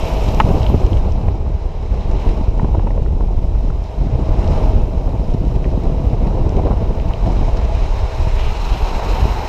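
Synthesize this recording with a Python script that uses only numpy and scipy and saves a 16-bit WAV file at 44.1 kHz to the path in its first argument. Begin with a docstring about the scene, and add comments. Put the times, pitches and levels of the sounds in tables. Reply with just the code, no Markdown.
"""Longboards on a paved road, heard inside a rolling housing

A microphone in a plastic housing rolls fast down a paved road, ahead of a rider on a longboard.
Wind thumps, throbs and flutters at the port: banded noise driven by gusts, with single thuds on top.
Wheels roar, hum, hiss and sing on the asphalt as shaped noise; a second board draws near late on.
Grit and the mount tick against the housing, with one hard knock: short contacts ring its shell modes."""
import sys
import numpy as np
from scipy import signal
from scipy.fft import rfft, irfft, next_fast_len
from scipy.io import wavfile
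from scipy.ndimage import uniform_filter1d

SR = 44100
rng = np.random.default_rng(int(sys.argv[2]) if len(sys.argv) > 2 else 0)


def undo_db(level):
    """Turn decibels back into plain size, where 20 dB means ten times bigger."""
    steps = np.asarray(level, float) / 20
    return 10 ** steps


def put_to_file(sound):
    """Save the sound as 16-bit audio at rate SR, in the file named by the first command-line argument."""
    columns = np.atleast_2d(sound).T  # one column per channel
    safe = np.clip(columns, -1, 1)
    whole_steps = np.round(safe * 32767)
    wavfile.write(sys.argv[1], SR, whole_steps.astype(np.int16))


N = 418068   # length in samples


def rms_one(x):
    """Scaled to unit rms."""
    return x / np.sqrt(np.mean(x ** 2) + 1e-20)


def in_time(rows):
    """Each column of a curve, sample by sample; the first column is time in seconds."""
    s, *columns = np.transpose(rows)
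    return [np.interp(np.arange(N) / SR, s, column) for column in columns]


def flicker(rate_hz):
    """Noise twice through a one-pole low-pass, its slowest swells taken out, spread 1."""
    step = 20   # computed at every 20th sample
    r = np.exp(-2 * np.pi * rate_hz * step / SR)
    noise = rng.standard_normal(N // step + 2002)
    slow = signal.lfilter([1], [1, -2 * r, r * r], noise)[2000:]   # drop the filter's start
    slow = slow - uniform_filter1d(slow, size=SR // 80)   # swells longer than about 1/4 s
    return np.interp(np.arange(N) / step, np.arange(len(slow)), rms_one(slow))


def random_hits(per_s, spread_db, decay_s):
    """A gain that leaps at chance moments and dies away exponentially."""
    strength = undo_db(spread_db * np.minimum(rng.exponential(1, N), 4))
    hits = (rng.random(N) < per_s / SR) * strength
    fall = np.exp(-1 / (decay_s * SR))
    rise = np.exp(-1 / (0.00046 * SR))   # 0.46 ms rounds the leap
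    dying = signal.lfilter([1], [1, -fall], hits + 1e-18)
    return signal.lfilter([1 - rise], [1, -rise], dying)


def banded(spectrum, shared_db, own_db, own_rate, tilt_db=0, pivot_hz=3500):
    """Unit-rms noise in half-octave bands: all follow a shared gain, each flickers by itself too."""
    size = next_fast_len(N)
    hz = np.maximum(np.arange(size // 2 + 1) * SR / size, 1)
    knots, level_db = np.transpose(spectrum)
    shape_db = np.interp(np.log(hz), np.log(knots), level_db, -120, -120)
    noise = rfft(rng.standard_normal(size)) * undo_db(shape_db)
    out = np.zeros(N)
    for centre in knots[0] * 2 ** np.arange(0, np.log2(knots[-1] / knots[0]) + .5, .5):
        share = np.clip(1 - 2 * np.abs(np.log2(hz / centre)), 0, 1)   # overlapping triangles sum to one
        gain_db = own_db * flicker(own_rate) + tilt_db * np.log2(centre / pivot_hz)
        out += irfft(noise * share, size)[:N] * undo_db(gain_db)
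    return rms_one(out * undo_db(shared_db))


def beats_and_lulls():
    """Eddies shed in turn make the buffeting beat evenly; lulls drop the wind briefly. Gains in dB."""
    # spells of even beating: first_beat_s, length_s, beats_per_s, swing_db
    throbs = [(0.027, 0.076, 8.5, 13.5), (0.998, 0.55, 7.15, 3.5), (2.156, 0.21, 7.8, 7.5),
              (4.025, 0.25, 6.6, 3.5), (8.733, 0.28, 9.13, 8.5), (9.12, 0.085, 10, 7.5)]
    # brief drops of the wind: middle_s, length_s, depth_db
    lulls = [(1.603, 0.042, 7), (1.752, 0.15, 5), (5.25, 0.073, 3.5), (7.15, 0.038, 3), (8.108, 0.042, 14)]
    t = np.arange(N) / SR
    beats_db = np.zeros(N)
    for s, length, rate, swing_db in throbs:
        inside_s = np.minimum(t - s, s + length - t)
        fade = np.clip(1 + 2 * rate * inside_s, 0, 1)   # half a beat in and out
        beats_db += swing_db * np.cos(2 * np.pi * rate * (t - s)) * fade
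    lulls_db = sum(-depth_db * np.exp(-(2 * (t - s) / length) ** 2) for s, length, depth_db in lulls)
    return beats_db, lulls_db


def flare(flutter):
    """The upper part of the flutter swells briefly into rough bursts."""
    # bursts: middle_s, length_s, rise_db
    flares = [(0.495, 0.063, 7.5), (0.558, 0.064, 7.5), (0.745, 0.013, 17.5), (2.653, 0.026, 9),
              (2.751, 0.025, 8.5), (2.80, 0.018, 1), (2.874, 0.015, 13), (6.586, 0.036, 6.5),
              (6.635, .016, 4), (6.67, .025, 8), (6.714, 0.041, 7)]
    t = np.arange(N) / SR
    rises_db = sum(rise_db * np.exp(-(2 * (t - s) / length) ** 4) for s, length, rise_db in flares)
    upper = signal.sosfilt(signal.butter(2, 240, "high", fs=SR, output="sos"), flutter)
    return flutter + (undo_db(rises_db) - 1) * upper


def wind(gust_db):
    """Large eddies push the diaphragm slowly; small ones burst over it as a ragged flutter."""
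    # wind at the port, ahead of beats, lulls and flares: time_s, buffeting_db, flutter_db
    wind_levels = [(0.0, -30, -30), (0.05, -16.5, -26), (0.47, -13.5, -18.5), (0.66, -14.5, -20.5),
                   (0.74, -12, -19), (1.63, -16.5, -30), (2.24, -14.5, -24), (3.72, -13.5, -25),
                   (3.91, -25.5, -38.5), (4.01, -16, -22.5), (4.78, -10.5, -20.5), (4.86, -16, -24),
                   (6.65, -14, -18.5), (7.21, -16, -28), (7.26, -12.5, -19.5), (7.97, -14.5, -35),
                   (8.48, -13, -33), (8.58, -19.5, -36), (8.66, -16, -31.5), (9.08, -18.5, -30),
                   (9.24, -11.5, -25), (9.48, -25, -34)]
    # colour of the slow buffeting: pitch_hz, level_db (relative, per Hz)
    buffet_colour = [(12, -28), (22, 0), (32, 0.5), (50, -0.5), (75, -7.5), (120, -20), (250, -50),
                     (500, -33.5)]
    # colour of the flutter: pitch_hz, level_db (relative, per Hz)
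    flutter_colour = [(50, -12.5), (90, 3.5), (130, -0.5), (250, -8), (500, -13.5), (900, -23),
                      (1200, -35.5), (1700, -50.5), (3000, -50.5)]
    buffet_db, flutter_db = in_time(wind_levels)

    buffet = banded(buffet_colour, 1.54 * gust_db, own_db=2.0, own_rate=4.0)
    swell = np.sqrt(uniform_filter1d(buffet ** 2, size=SR // 8) + .05)
    buffet = rms_one(buffet / swell ** 0.92)   # chance swells mostly levelled, the curve sets the strength

    bursts = 1.36 + random_hits(per_s=110, spread_db=1.5, decay_s=0.0071)
    burst_db = 20 * np.log10(bursts)
    flutter = banded(flutter_colour, 0.83 * gust_db + burst_db, own_db=1.5, own_rate=23)
    swell = np.sqrt(uniform_filter1d(flutter ** 2, size=SR // 6) + 0.056)
    flutter = flare(rms_one(flutter / swell))

    beats_db, lulls_db = beats_and_lulls()
    buffet_db = buffet_db + beats_db + lulls_db
    flutter_db = flutter_db + 0.19 * beats_db + 0.67 * lulls_db   # the flutter follows them only in part
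    return undo_db(buffet_db) * buffet + undo_db(flutter_db) * flutter


def deck_hum():
    """The deck hums in a narrow band: slow complex noise turns a carrier of gliding pitch; unit rms."""
    # hum: time_s, pitch_hz, level_db (beside the roar)
    hum_curve = [(0, 643.7, -7.5), (1.5, 662.6, -10), (4.5, 646.3, -5.5), (5.5, 665, -4), (7.8, 656.3, -7),
                 (8.6, 652, -17), (9.48, 654, -20)]
    hum_hz, hum_db = in_time(hum_curve)
    r = np.exp(-np.pi * 26 / SR)   # 26 Hz wide
    waver = signal.lfilter([1], [1, -r], rng.standard_normal(N) + 1j * rng.standard_normal(N))
    hum = np.real(waver * np.exp(2j * np.pi * np.cumsum(hum_hz) / SR))
    return rms_one(hum), hum_db


def wheels(gust_db):
    """The deck roars with the coarse stones and hums; the tread hisses over the fine ones."""
    # wheels on asphalt, ahead of the housing: time_s, roar_db, hiss_db, hiss_tilt_db (per octave)
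    wheel_levels = [(0.0, -28.5, -35, 6.5), (0.63, -30.5, -40, 7), (1.4, -38.5, -48.5, 4),
                    (1.77, -40.5, -47, 4), (2.27, -34, -41, 3.5), (2.51, -37, -47.5, 5.5),
                    (3.17, -43, -51, 6.5), (3.99, -38.5, -46.5, 4.5), (4.17, -37.5, -45.5, 4),
                    (4.57, -28.5, -38.5, 4), (4.88, -38, -47.5, 5.5), (5.7, -39, -46, 5),
                    (6.2, -35.5, -45, 4), (7.1, -35, -44.5, 3.5), (7.29, -32, -40.5, 4.5),
                    (8.4, -33, -38.5, 1), (8.61, -35.5, -46, -4), (9.03, -29.5, -41, -3),
                    (9.48, -33.5, -37.5, -2)]
    # colour of the roar: pitch_hz, level_db (relative, per Hz)
    roar_colour = [(150, -25), (300, 0), (420, 6.5), (600, 1.5), (950, -4), (1200, -9.5), (1600, -20),
                   (2500, -91)]
    # colour of the hiss: pitch_hz, level_db (relative, per Hz)
    hiss_colour = [(700, 15), (1300, 3.5), (2200, 5), (3000, 0), (5000, -4), (7000, -16.5), (9500, -30),
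                   (12000, -41), (15500, -46.5)]
    roar_db, hiss_db, hiss_tilt_db = in_time(wheel_levels)

    roar_tilt_db = 0.6 + 0.093 * (roar_db + 30)   # dB per octave: a louder roar is brighter
    roar = banded(roar_colour, 0.57 * gust_db, own_db=1.0, own_rate=3.8,
                  tilt_db=roar_tilt_db, pivot_hz=700)

    stones = 1 + .27 * random_hits(per_s=35, spread_db=4.5, decay_s=.003)   # looser grit under the tread
    hiss = banded(hiss_colour, 0.27 * gust_db + 20 * np.log10(stones), own_db=1.0, own_rate=18.0,
                  tilt_db=hiss_tilt_db)

    hum, hum_db = deck_hum()
    hum_db = roar_db + hum_db + 0.65 * flicker(1.4)
    return undo_db(roar_db) * roar + undo_db(hiss_db) * hiss + undo_db(hum_db) * hum


def treble(gust_db):
    """The tread sings in a broad resonant band of noise; a thin hiss lies above everything."""
    # top of the sound: time_s, singing_db (ahead of a 6 dB cut), top_hiss_db, top_tilt_db (per octave)
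    treble_levels = [(0.0, -35, -57, -8), (0.13, -33.5, -54.5, -11), (0.34, -37, -57, -3.5),
                     (0.45, -40, -57.5, -9), (0.7, -39.5, -59.5, -4.5), (1.45, -56, -78, -4),
                     (1.98, -56, -80, 0), (2.27, -42.5, -68, -1.5), (2.45, -48.5, -75, 2),
                     (3.8, -56.5, -75.5, 0), (4.57, -49.5, -74, 1), (4.78, -44.5, -67.5, 0),
                     (4.9, -53, -71.5, -8), (7.63, -52, -72.5, 1), (7.76, -39, -75, 1), (8.0, -49, -70, 0),
                     (8.36, -40, -67, -9), (8.385, -32, -64, -8), (8.47, -31, -63.5, -3),
                     (8.6, -36, -65, -3), (8.75, -32.5, -58, -1), (9.03, -39, -61.5, 1),
                     (9.16, -32.5, -56, 6), (9.48, -48, -60.5, 8)]
    # colour of the top hiss: pitch_hz, level_db (relative, per Hz)
    top_colour = [(9800, -20), (10800, -7), (11500, -3.5), (12500, -5), (13500, -5.5), (14600, -9),
                  (15400, -12)]
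    sing_db, top_db, top_tilt_db = in_time(treble_levels)

    centre_hz, width_hz = 2600, 1200   # width of each of the two passes
    r = np.exp(-np.pi * width_hz / SR)
    sing = rng.standard_normal(N)
    for _ in range(2):
        sing = signal.lfilter([1, 0, -1], [1, -2 * r * np.cos(2 * np.pi * centre_hz / SR), r * r], sing)
    sing_db = sing_db - 6 + 1.1 * flicker(9.0)

    top = banded(top_colour, .6 * gust_db, own_db=2.0, own_rate=10.5,
                 tilt_db=top_tilt_db, pivot_hz=12000)
    return undo_db(sing_db) * rms_one(sing) + undo_db(top_db) * top


def housing(x):
    """The case around the microphone lifts and notches what passes through."""
    # resonances and dips of the case: pitch_hz, width_hz, gain_db
    case_bands = [(626, 40, 4), (893, 294, 7), (2680, 1100, 1.5), (3435, 150, -8), (4020, 650, 3.5),
                  (4500, 680, -7.5), (5450, 170, 2)]
    for hz, width_hz, db in case_bands:
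        w, a = 2 * np.pi * hz / SR, undo_db(db / 2)
        k = np.pi * width_hz / SR
        above = [1 + k * a, -2 * np.cos(w), 1 - k * a]
        below = [1 + k / a, -2 * np.cos(w), 1 - k / a]
        x = signal.lfilter(above, below, x)
    return x


def strike(centre_hz, reach_octaves, fall_db, dull_db, rubbing, chatter_s, ring_share, peaky):
    """A contact rubs for a moment, then hits and rings the shell modes near its colour; peak 1."""
    # shell modes: pitch_hz, level_db (scaled by peaky), t60_s (scaled by ring_share)
    shell_modes = [(330, -12, .02), (500, 7, 0.046), (700, 2.5, 0.031), (910, 16, 0.031),
                   (1117, 3.5, 0.041), (1274, 5, 0.027), (1484, -3, 0.029), (1630, -2, 0.014),
                   (1897, 3, 0.028), (2100, 3.5, 0.025), (2330, 10.5, 0.012), (2600, 4.5, 0.024),
                   (2970, 14.5, 0.01), (3260, 1.5, 0.023), (3800, -8, 0.013), (5400, -10, 0.01),
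                   (6150, -11, .007), (7500, -8, 0.005), (8200, -13, 0.0046)]
    hz, db, t60 = np.transpose(shell_modes)[:, :, None]
    t = np.arange(SR // 20) / SR
    sides = (-1.) ** np.arange(len(shell_modes))[:, None]   # neighbouring modes start in opposite directions
    rings = sides * np.sin(2 * np.pi * hz * t) * 1000. ** (-t / (ring_share * t60))

    off = np.log2(hz[:, 0] / centre_hz) / reach_octaves
    mode_db = peaky * db[:, 0] - fall_db * np.log2(1 + off ** 2) - dull_db * np.maximum(off, 0)
    chance_db = rng.standard_normal(len(shell_modes))
    struck = undo_db(mode_db + chance_db) @ rings

    rub = t[:SR // 100] / chatter_s
    # uneven rubbing that swells and lets go
    contact = rubbing * rng.standard_normal(SR // 100) * rub * np.exp(-rub)
    contact[round(chatter_s * SR)] += 3   # the blow itself, at the height of the rub
    soft = np.hanning(int(.18 * SR / centre_hz) + 3)   # dull contacts have blunter grains
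    tick = np.convolve(np.convolve(contact, soft), struck)
    return tick / np.abs(tick).max()


def ticks():
    """Light ticks on the housing chatter, are quickly damped and stay near their colour."""
    # ticks: blow_s, peak_db, centre_hz (of the contact's colour)
    tick_list = [(.347, -24, 6040), (.618, -27, 2900), (0.631, -24, 4500), (0.641, -26, 3200),
                 (0.665, -19, 3600), (0.865, -28, 5400), (.924, -29, 594), (.931, -27, 3400),
                 (0.971, -26, 3500), (1.122, -32, 5500), (1.084, -19, 600), (1.283, -13.5, 600),
                 (1.284, -30, 2100), (1.463, -32, 1200), (1.739, -32, 700), (2.378, -23, 610),
                 (2.596, -15.5, 910), (2.598, -33, 1790), (2.615, -25, 700), (2.646, -20, 700),
                 (2.746, -21, 800), (2.751, -20, 700), (2.768, -22, 500), (2.795, -19.5, 800),
                 (2.84, -22, 604), (2.87, -19, 785), (2.873, -41, 1900), (2.904, -19.5, 700),
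                 (2.906, -33, 1900), (2.958, -25, 604), (2.977, -15.5, 546), (2.977, -36, 1500),
                 (3.061, -29, 1400), (3.208, -23, 795), (3.55, -29, 1300), (3.701, -26, 1330),
                 (4.477, -27.5, 5050), (5.16, -29, 650), (5.643, -26, 2200), (5.647, -36, 2900),
                 (5.652, -31, 1800), (5.776, -31, 650), (6.215, -31, 600), (6.325, -23, 700),
                 (6.493, -29, 6200), (6.63, -28, 700), (6.708, -19, 1100), (6.718, -15, 800),
                 (6.727, -34, 1780), (6.999, -26, 2600), (7.108, -18, 900), (7.136, -23, 2950),
                 (7.26, -31, 2520)]
    out = np.zeros(N + SR)
    for s, peak_db, centre_hz in tick_list:
        chatter_s = 1.1 / centre_hz
        tick = strike(centre_hz, reach_octaves=.55, fall_db=10.0, dull_db=3.0, rubbing=.6,
                      chatter_s=chatter_s, ring_share=.45, peaky=.7)
        out[round((s - chatter_s) * SR):][:len(tick)] += undo_db(peak_db) * tick
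    return out[:N]


def knock():
    """One clean hard blow rings the whole shell and bounces twice, weaker and blunter each time."""
    # the knock: start_s, peak_db, centre_hz (of its colour)
    hard_knock = (0.4003, 4.5, 1280)
    s, peak_db, centre_hz = hard_knock
    blow = strike(centre_hz, reach_octaves=0.86, fall_db=8.5, dull_db=-1.0, rubbing=0.08,
                  chatter_s=0.0005, ring_share=0.84, peaky=0.97)
    bounce_s, bounce_db = .0047, -8   # per bounce, before blunting
    out = np.zeros(N + SR)
    for k in range(3):
        blunted = uniform_filter1d(blow, size=1 + 6 * k)
        out[round((s + k * bounce_s) * SR):][:len(blow)] += undo_db(peak_db + k * bounce_db) * blunted
    return out[:N]


def thumps():
    """Each strong eddy at the port throws the diaphragm out and back, with a rounded start."""
    # single eddies: start_s, peak_db (nearly), pitch_hz
    thump_list = [(0.442, -7, 110), (0.461, -12, 150), (0.487, -5, 170), (0.51, -3, 121), (0.7465, -3, 280),
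                  (0.744, 1.5, 71), (1.281, -10, 109), (2.631, -2.5, 100), (2.645, -8.5, 200),
                  (2.782, -6.5, 91), (5.346, -4, 154), (8.271, -5.5, 70), (9.254, -9.5, 264)]
    peak_at = 0.23   # cycles from the start to the crest of the envelope
    out = np.zeros(N + SR)
    for s, peak_db, hz in thump_list:
        cycles = np.arange(SR // 20) / SR * hz
        envelope = cycles / peak_at * np.exp(1 - cycles / peak_at)
        at = round(s * SR)
        out[at:at + len(cycles)] += undo_db(peak_db) * np.sin(2 * np.pi * cycles) * envelope
    return out[:N]


def second_board():
    """The second board draws level: wheel hiss close by, brighter, with a colour of its own."""
    # its hiss, ahead of the housing: time_s, level_db, tilt_db (per octave)
    near_levels = [(0, -76, -2), (7.2, -56, 0), (7.5, -64, 1), (7.8, -44.5, 0.5), (8.36, -44.5, 5),
                   (8.385, -41, 1), (8.6, -36.5, 0), (8.9, -36, 0), (9.15, -35.5, 1), (9.48, -38.5, 1)]
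    # colour of its hiss: pitch_hz, level_db (relative, per Hz)
    near_colour = [(900, 6.5), (1300, 4.5), (1900, -13.5), (2550, -2.5), (3200, -8.5), (4100, 0),
                   (5300, -4.5), (6050, -11.5), (6250, -7), (6500, -10.5), (8500, -20.5), (10000, -27),
                   (12500, -28), (15500, -44)]
    level_db, tilt_db = in_time(near_levels)
    hiss = banded(near_colour, 1.2 * flicker(30), own_db=0.0, own_rate=15, tilt_db=tilt_db)
    return undo_db(level_db) * hiss


def scene():
    """Wind, wheels, ticks and the knock at one microphone; one gust signal ruffles wind and wheels."""
    gust_db = 0.45 * flicker(6.2) + 1.4 * flicker(50)
    at_port = wind(gust_db) + thumps()
    road = housing(wheels(gust_db) + second_board())
    return (at_port + road + treble(gust_db) + ticks() + knock())[None]


def band_limit(x):
    """A steep low-pass at the top of the band."""
    return signal.sosfilt(signal.butter(12, 15300, fs=SR, output="sos"), x)


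def record(dry):
    """Peaks bend smoothly towards a ceiling of 0.97 of full scale."""
    mix = dry / (1 + np.abs(dry / .97) ** 8) ** (1 / 8)
    return band_limit(mix)


dry = scene()
out = record(dry)
put_to_file(out)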